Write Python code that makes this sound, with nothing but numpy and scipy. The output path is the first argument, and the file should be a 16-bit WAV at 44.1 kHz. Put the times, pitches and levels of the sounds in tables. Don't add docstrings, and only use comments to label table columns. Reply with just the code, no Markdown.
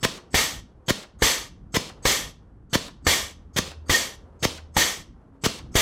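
import sys
import numpy as np
from scipy import signal
from scipy.fft import rfft, irfft, next_fast_len
from scipy.io import wavfile
from scipy.ndimage import uniform_filter1d

SR = 44100
rng = np.random.default_rng(int(sys.argv[2]) if len(sys.argv) > 2 else 0)


def level_to_linear(level):
    exponent = np.asarray(level, float) / 20
    return 10 ** exponent


def generate_wav(sig):
    pcm = np.round(np.clip(np.atleast_2d(sig).T, -1, 1) * 32767).astype(np.int16)
    wavfile.write(sys.argv[1], SR, pcm)


N = 256220
T = np.arange(N) / SR


def filt(x, kind, hz, order=2):
    return signal.sosfilt(signal.butter(order, hz, kind, fs=SR, output="sos"), x)


def unit(x):
    return x / np.sqrt(np.mean(x ** 2))


def curve(points, f):
    hz, db = np.transpose(points)
    return np.interp(np.log(f), np.log(hz), db)


def noise(colour, lifts=()):
    f = np.fft.rfftfreq(N, 1 / SR) + 1
    db = curve(colour, f)
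    for hz, width, lift_db in lifts:
        db = db + lift_db / (1 + (2 * (f - hz) / width) ** 2)
    return irfft(rfft(rng.standard_normal(N)) * level_to_linear(db), N)


def flicker(rate, spread_db):
    return level_to_linear(spread_db * unit(filt(rng.standard_normal(N), "low", rate)))


def swell(times, levels_db):
    return level_to_linear(np.interp(T, times, levels_db)) * (T > times[0]) * (T < times[-1])


def bump(centre, half):
    return np.exp(-((T - centre) / half) ** 2)


def add(out, s, wave):
    i = int(s * SR)
    out[i:i + len(wave)] += wave[:N - i]


def ring(modes, db, scatter_db=-2.0, detune=.05):
    t, wave = T[:SR // 4], 0
    chance = rng.standard_normal((len(modes), 2))
    for (hz, mode_db, t60), (louder, sharper) in zip(modes, chance):
        tone = np.sin(2 * np.pi * hz * (1 + detune * sharper) * t)
        wave = wave + level_to_linear(mode_db + scatter_db * louder) * tone * level_to_linear(-60 * t / t60)
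    return wave * level_to_linear(db) / np.max(np.abs(wave))


def swing(db, start_hz, end_hz, glide, length, phase):
    t = T[:SR // 20]
    turns = end_hz * t + (start_hz - end_hz) * glide * (1 - np.exp(-t / glide))
    fade = np.exp(-(t / length) ** 4) * np.minimum(t / .0003, 1)
    return level_to_linear(db) * np.cos(2 * np.pi * turns - phase) * fade


# frequency in Hz, level in dB per Hz.
SHOP_COLOUR = [(15, -35.5), (25, -8.5), (54, -0.5), (90, -6), (180, -11.5), (250, -12), (360, -17.5),
               (520, -26.5), (700, -33), (1130, -37.5), (1700, -46), (2200, -54.5), (4000, -64),
               (10000, -70.5), (16000, -87)]
# centre in seconds, half length in seconds, rumble lift in dB,
# fan lift in dB.
SWELLS = [
    (.2, 0.12, -7.5, 6),
    (1.97, 0.13, 1.5, 7.5),
    (2.713, .15, 6.5, -1),
    (4.211, 0.41, -2, 5),
    (5.15, 0.191, -0.5, 1.5),
    (5.652, .3, 4.5, 4.5),
]


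def shop():
    rumble_db, fans_db = -44, -58.5
    for s, _ in POP_TIMES:
        rumble_db = rumble_db - 10.5 * bump(s + 0.6, 0.25)
    for s, half, rumble_lift, fan_lift in SWELLS:
        rumble_db = rumble_db + rumble_lift * bump(s, half)
        fans_db = fans_db + fan_lift * bump(s, half)
    air = noise(SHOP_COLOUR)
    rumble = unit(filt(air, "low", 680, order=3)) * level_to_linear(rumble_db) * flicker(5.5, 2.6)
    fans = unit(filt(air, "high", 450, order=3)) * level_to_linear(fans_db) * flicker(14, 1.2)
    return rumble + fans


# time in seconds, pitch in Hz, level in dB.
HUM_LOW = [
    (3.001, 79, -50),
    (3.303, 77.9, -50),
    (3.6, 79, -43.5),
    (3.85, 77.7, -40),
    (4.1, 75.8, -55),
    (4.351, 78.6, -49.5),
    (4.699, 78.4, -42),
    (4.9, 78.1, -56),
]
# time in seconds, pitch in Hz, level in dB.
HUM_HIGH = [
    (5.22, 272, -72),
    (5.31, 272, -54),
    (5.42, 274, -55),
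    (5.6, 282, -55),
    (5.7, 285, -57),
    (5.81, 285, -63),
]


def motors():
    out, wander = np.zeros(N), flicker(18, 2.6)
    for hum in (HUM_LOW, HUM_HIGH):
        s, hz, db = np.transpose(hum)
        turns = np.cumsum(np.interp(T, s, hz)) / SR
        out += uniform_filter1d(swell(s, db), size=2000) * wander * np.sin(2 * np.pi * turns)
    return out


# band centre in Hz, t60 in seconds.
ROOM_DECAY = [(250, .45), (800, .4), (2000, .36), (4000, .3), (7000, .22), (11000, .16), (15000, .12)]
ROOM_WET = [-18, -12.5, -15, -9, -10.5, -12.5, -13]


def room(x):
    t, tail = T[:SR // 2], 0
    for (hz, t60), wet_db in zip(ROOM_DECAY, ROOM_WET):
        edges = [hz / 1.6, min(hz * 1.59, 19000)]
        band = filt(rng.standard_normal(len(t)), "band", edges, order=4) * level_to_linear(-60 * t / t60)
        tail = tail + level_to_linear(wet_db) * band * np.sqrt(14 / (t60 * SR)) * np.minimum(t / 0.0047, 1)
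    return signal.fftconvolve(x, tail)[:N]


# valve opens, piston cracks, barrel thumps, all in seconds.
PULL_TIMES = [
    (.0290, .0500, .0517),
    (.8822, .9040, .9063),
    (1.7410, 1.7662, 1.7693),
    (2.7300, 2.7523, 2.7553),
    (3.5622, 3.5878, 3.5897),
    (4.4260, 4.4503, 4.4531),
    (5.4372, 5.4619, 5.4640),
]
# inrush in dB, crack in dB, thump in dB, leak at the slam in dB.
PULLS = [
    (-18, -6.5, -14.5, -34),
    (-18, -11, -10.5, -34),
    (-19.5, -7.5, -12, -32.5),
    (-18.5, -11.5, -10.5, -33),
    (-19, -8, -13.5, -34),
    (-19.5, -10.5, -11.5, -33.5),
    (-18.5, -13.5, -10.5, -32.5),
]
# frequency in Hz, level in dB.
LEAK_COLOUR = [(88, -30), (150, 3.5), (291, -5.5), (398, -9.5), (534, -12), (716, -11), (1260, -8.5),
               (1450, -13.5), (3550, -5.5), (8400, -16.5), (16000, -34.5)]
# frequency in Hz, width in Hz, lift in dB.
INLET = [(470, 290, 9.5), (1820, 62, -2), (3380, 390, -0.5), (4340, 180, 3.5), (5200, 2000, -1),
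         (7300, 260, 2.5)]
LEAK_S = .1285


def leak():
    gain = np.zeros(N)
    for (_, crack, thump), (_, _, _, db) in zip(PULL_TIMES, PULLS):
        shut, low_db = thump + LEAK_S, db - 10
        gain += swell([crack, thump + .002, shut - .006, shut, shut + .01],
                      [-60, db, low_db, low_db + 2.5, -80])
    return gain * unit(noise(LEAK_COLOUR, INLET)) * flicker(60, 0.94)


# frequency in Hz, level in dB per Hz.
TICK_COLOUR = [(120, -18.5), (210, 1.5), (500, -1), (1000, 4.5), (2000, -1), (6000, -20), (9000, -35.5)]


def tick():
    gain, db = np.zeros(N), -39.5
    for _, _, thump in PULL_TIMES:
        shut = thump + LEAK_S
        gain += swell([shut - .002, shut, shut + .008, shut + .045], [-80, db - 4, db - 7, db - 30])
    return gain * unit(noise(TICK_COLOUR))


# frequency in Hz, level in dB.
INRUSH_COLOUR = [(180, -36.5), (300, -8), (1510, -5), (1810, -1), (2650, -8.5), (3350, -1.5), (4020, -8),
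                 (6200, -5.5), (8640, -16.5), (15000, -21), (16000, -28.5)]


def inrush():
    gain = np.zeros(N)
    for (s, crack, thump), (db, _, _, _) in zip(PULL_TIMES, PULLS):
        gain += swell([s - .001, s + 0.00084, s + 0.0085, crack, thump, thump + 0.013],
                      [-70, db - 9.5, db - 4.5, db, db - 0.5, -60])
    return gain * unit(noise(INRUSH_COLOUR, INLET)) * flicker(370, 1.0)


# frequency in Hz, level in dB, t60 in seconds.
HEAD = [(620, -8.5, 0.078), (1108, -1.5, 0.05), (1950, 3, 0.019), (2200, -1, 0.028), (3560, -3.5, .012),
        (5220, 0.5, 0.012)]
# frequency in Hz, level in dB, t60 in seconds.
BARREL = [(97, 1.5, 0.19), (128, 10.5, 0.072), (195.4, -3.5, 0.11), (288, 0, 0.14), (450, -5.5, 0.25),
          (495, -10.5, 0.63)]


def piston():
    out = np.zeros(N)
    for (s, crack, thump), (db, crack_db, thump_db, _) in zip(PULL_TIMES, PULLS):
        add(out, s - .0003, swing(db - 5.0, 300, 120, 0.0019, 0.013, -2.0))
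        add(out, s + .0055, ring([(3150, 0, 0.026), (3670, -2, 0.017)], db + 3.5, detune=.03))
        add(out, crack - .0002, ring(HEAD, crack_db))
        add(out, thump - .0003, swing(thump_db, 600, 130, .0014, .0054, 1.0))
        add(out, thump + .004, ring(BARREL, thump_db - 15.0))
        add(out, thump + .0019, ring(HEAD, thump_db - 8))
    return out


# centre in seconds, pitch in Hz, level in dB,
# length in seconds.
WHISTLES = [
    (0.388, 2150, -21, .008),
    (3.136, 2200, -16.5, 0.0026),
    (3.951, 1845, -12, .008),
    (4.822, 1840, -17.5, 0.0062),
]


def whistles():
    out = np.zeros(N)
    for s, hz, db, length in WHISTLES:
        out += level_to_linear(db) * bump(s, length) * np.sin(2 * np.pi * hz * T)
    return out


# start in seconds, peak in dB, pitch in Hz.
KNOCKS = [
    (0.342, -13.5, 757),
    (1.22, -14.5, 420),
    (2.052, -18, 492),
    (3.066, -15, 470),
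    (3.895, -14.5, 1110),
    (4.767, -6, 853),
    (5.753, -10, 437),
]


def knocks():
    out = np.zeros(N)
    for s, db, hz in KNOCKS:
        add(out, s + .0008, ring([(hz, 0, 0.026)], db - 4.5, detune=0))
    return out


# start in seconds, clack delay in seconds.
POP_TIMES = [
    (.3420, .003),
    (1.2206, .0035),
    (2.0520, .0042),
    (3.0658, .0026),
    (3.8948, .005),
    (4.7652, .003),
    (5.7532, .0026),
]
# pop in dB, clack in dB, boom in dB, slow heave in dB, jet in dB.
POPS = [
    (-17, -8.5, -17, -17, -21.5),
    (-16, -8.5, -16, -14.5, -20.5),
    (-28.5, -7, -14, -19, -21.5),
    (-16.5, -5, -17, -16, -21),
    (-19.5, -8.5, -14, -17, -22),
    (-14.5, -11.5, -14.5, -19, -21),
    (-17.5, -21, -13.5, -13.5, -20.5),
]
# frequency in Hz, level in dB, t60 in seconds.
VALVE = [(548, -3.5, 0.037), (860, -8.5, .025), (1170, -2.5, 0.027), (1800, 3.5, 0.038), (2080, 3.5, 0.016),
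         (3460, -3.5, .012)]


def exhaust_valve():
    out = np.zeros(N)
    heave = [(58.7, 0.12, 0.1), (84, 0.87, 0.16)]  # (Hz, dB, t60 s)
    for (s, late), (pop_db, clack_db, boom_db, heave_db, _) in zip(POP_TIMES, POPS):
        add(out, s, swing(pop_db, 330, 260, .002, .0028, 1.7))
        add(out, s + late - .0006, ring(VALVE, clack_db + 2.0))
        add(out, s + 0.0018, -ring(BARREL, boom_db))
        add(out, s + .004, -ring(heave, heave_db, scatter_db=5.0, detune=0.045))
    return out


def patchy(x):
    edges = 300 * 2 ** (np.arange(18) / 3)
    size, k = next_fast_len(N), SR // 200
    spec = rfft(x, size)
    band = np.searchsorted(edges, np.fft.rfftfreq(size, 1 / SR))
    slow = signal.butter(2, 64, fs=200, output="sos")
    walks = signal.sosfilt(slow, rng.standard_normal((len(edges) + 1, N // k + 2)))
    out = np.zeros(N)
    for b, walk in enumerate(walks):
        gain_db = 1.0 * np.interp(T * SR / k, np.arange(len(walk)), unit(walk))
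        out += irfft(spec * (band == b), size)[:N] * level_to_linear(gain_db)
    return out


# frequency in Hz, level in dB per Hz.
JET_COLOUR = [(88, -30), (150, -6), (448, -2.5), (979, -8.5), (1210, -6), (1420, -13.5), (1870, -3.5),
              (2310, -2), (2550, -7), (3290, 1.5), (3920, -3), (7620, -6), (10000, -12.5), (14800, -10),
              (16000, -20.5)]
# frequency in Hz, width in Hz, lift in dB.
PORT = [(1150, 1400, 4.5), (1845, 59, 6), (2150, 54, 2), (3300, 77, 2.5), (4490, 66, 8), (6090, 590, 4.5),
        (6870, 47, 3), (7670, 640, 2)]
# level over the jet in dB, choked time in seconds,
# then sag in dB per second, bend in dB per second squared.
BLOW_DOWN = [
    (-5, 0.0071, 69, 197.5),
    (0, 0.045, 86.5, 298.5),
    (-10, 0.031, 40, 448),
    (-19, 0.014, 81, 484.5),
]


def blow_down():
    air = patchy(noise(JET_COLOUR, PORT)) * flicker(430, 0.4)
    core = filt(air, "band", [2500, 9000], order=4)
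    roar = unit(filt(air, "low", 1500, order=4))
    middle = filt(air, "band", [1500, 9000], order=4) / np.sqrt(np.mean(core ** 2))
    high = filt(air, "high", 9000, order=4)
    top = unit(filt(high, "low", 12500, order=4))
    finest = unit(filt(high, "high", 12500, order=4))
    out, vent_s, lead_in = np.zeros(N), .257, level_to_linear(-22)
    for (s, _), (_, _, _, _, jet_db) in zip(POP_TIMES, POPS):
        gate = np.interp(T, [s - .012, s - .01, s - .0004, s + .0022, s + .012, s + vent_s, s + vent_s + .02],
                         [0, lead_in / 2, lead_in, 0.77, 1, 1, 0])
        puff = level_to_linear(7.5 * np.exp(-np.abs(T - s) / 0.0064))
        for layer, (db, choked, sag, bend) in zip((roar * puff, middle, top, finest), BLOW_DOWN):
            after = np.clip(T - s - choked, 0, 1)
            out += gate * layer * level_to_linear(jet_db + db - sag * after - bend * after ** 2)
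    return out


def housing(top):
    t, out = T[:SR // 20], np.zeros(N)
    rattles = rng.standard_normal((4, len(t))) * level_to_linear(-60 * t / .02)
    for rattle in rattles:
        chance = unit(filt(rng.standard_normal(N), "low", 120))
        out += chance * signal.oaconvolve(top, rattle)[:N]
    return out / np.linalg.norm(rattles)


def scene():
    pull = leak() + tick() + inrush() + piston()
    release = whistles() + knocks() + exhaust_valve() + blow_down()
    gun = pull + release
    mid = shop() + motors() + room(gun) + gun
    top = rfft(mid) * np.clip((np.fft.rfftfreq(N, 1 / SR) - 11200) / 500 + .5, 0, 1)
    scatter = unit(filt(rng.standard_normal(N), "low", 250, order=4))
    side = irfft(top * (.63 + .5j), N) + level_to_linear(0.5) * housing(irfft(top, N))
    side = side + level_to_linear(-39.5) * np.roll(filt(mid, "low", 1500, order=1), 311)
    side = side + level_to_linear(-36.5) * scatter * filt(mid, "high", 400)
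    return np.array([mid + side, mid - side])


# frequency in Hz, level under the sound in dB.
SMEAR_COLOUR = [(300, -36.5), (1500, -29.5), (4000, -30), (8000, -15.5), (12000, -30), (14000, -33),
                (16000, -46)]
COARSE_HZ = [1250, 4600, 5250, 6500, 7800, 8600, 11500, 12600]


def smear(x):
    size, f = 2048, np.fft.rfftfreq(2048, 1 / SR) + 1
    window, out = np.sin(np.pi * (np.arange(size) + .5) / size), np.zeros(N)
    under_db = curve(SMEAR_COLOUR, f)
    bands = np.exp(-((f - np.array(COARSE_HZ)[:, None]) / 260) ** 4)
    for i in range(60, N - size, size // 2):
        power = np.abs(rfft(x[i:i + size] * window ** .6)) ** 2
        spread = np.sqrt(uniform_filter1d(power, size=24))
        patches_db = 14 * ((rng.random(len(bands)) < .65) @ bands)
        phases = np.exp(2j * np.pi * rng.random(len(f)))
        out[i:i + size] += window * irfft(spread * level_to_linear(under_db + patches_db) * phases)
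    return out


def band_limit(x):
    return signal.sosfilt(signal.butter(12, 16870, fs=SR, output="sos"), x)


def record(dry):
    x = np.tanh(1.2 * dry) / 1.2 + smear(dry.mean(axis=0))
    x = filt(x, "high", 22)
    x = signal.sosfilt(signal.ellip(10, .2, 80, 15900, fs=SR, output="sos"), x)
    return band_limit(x)


dry = scene()
out = record(dry)
generate_wav(out)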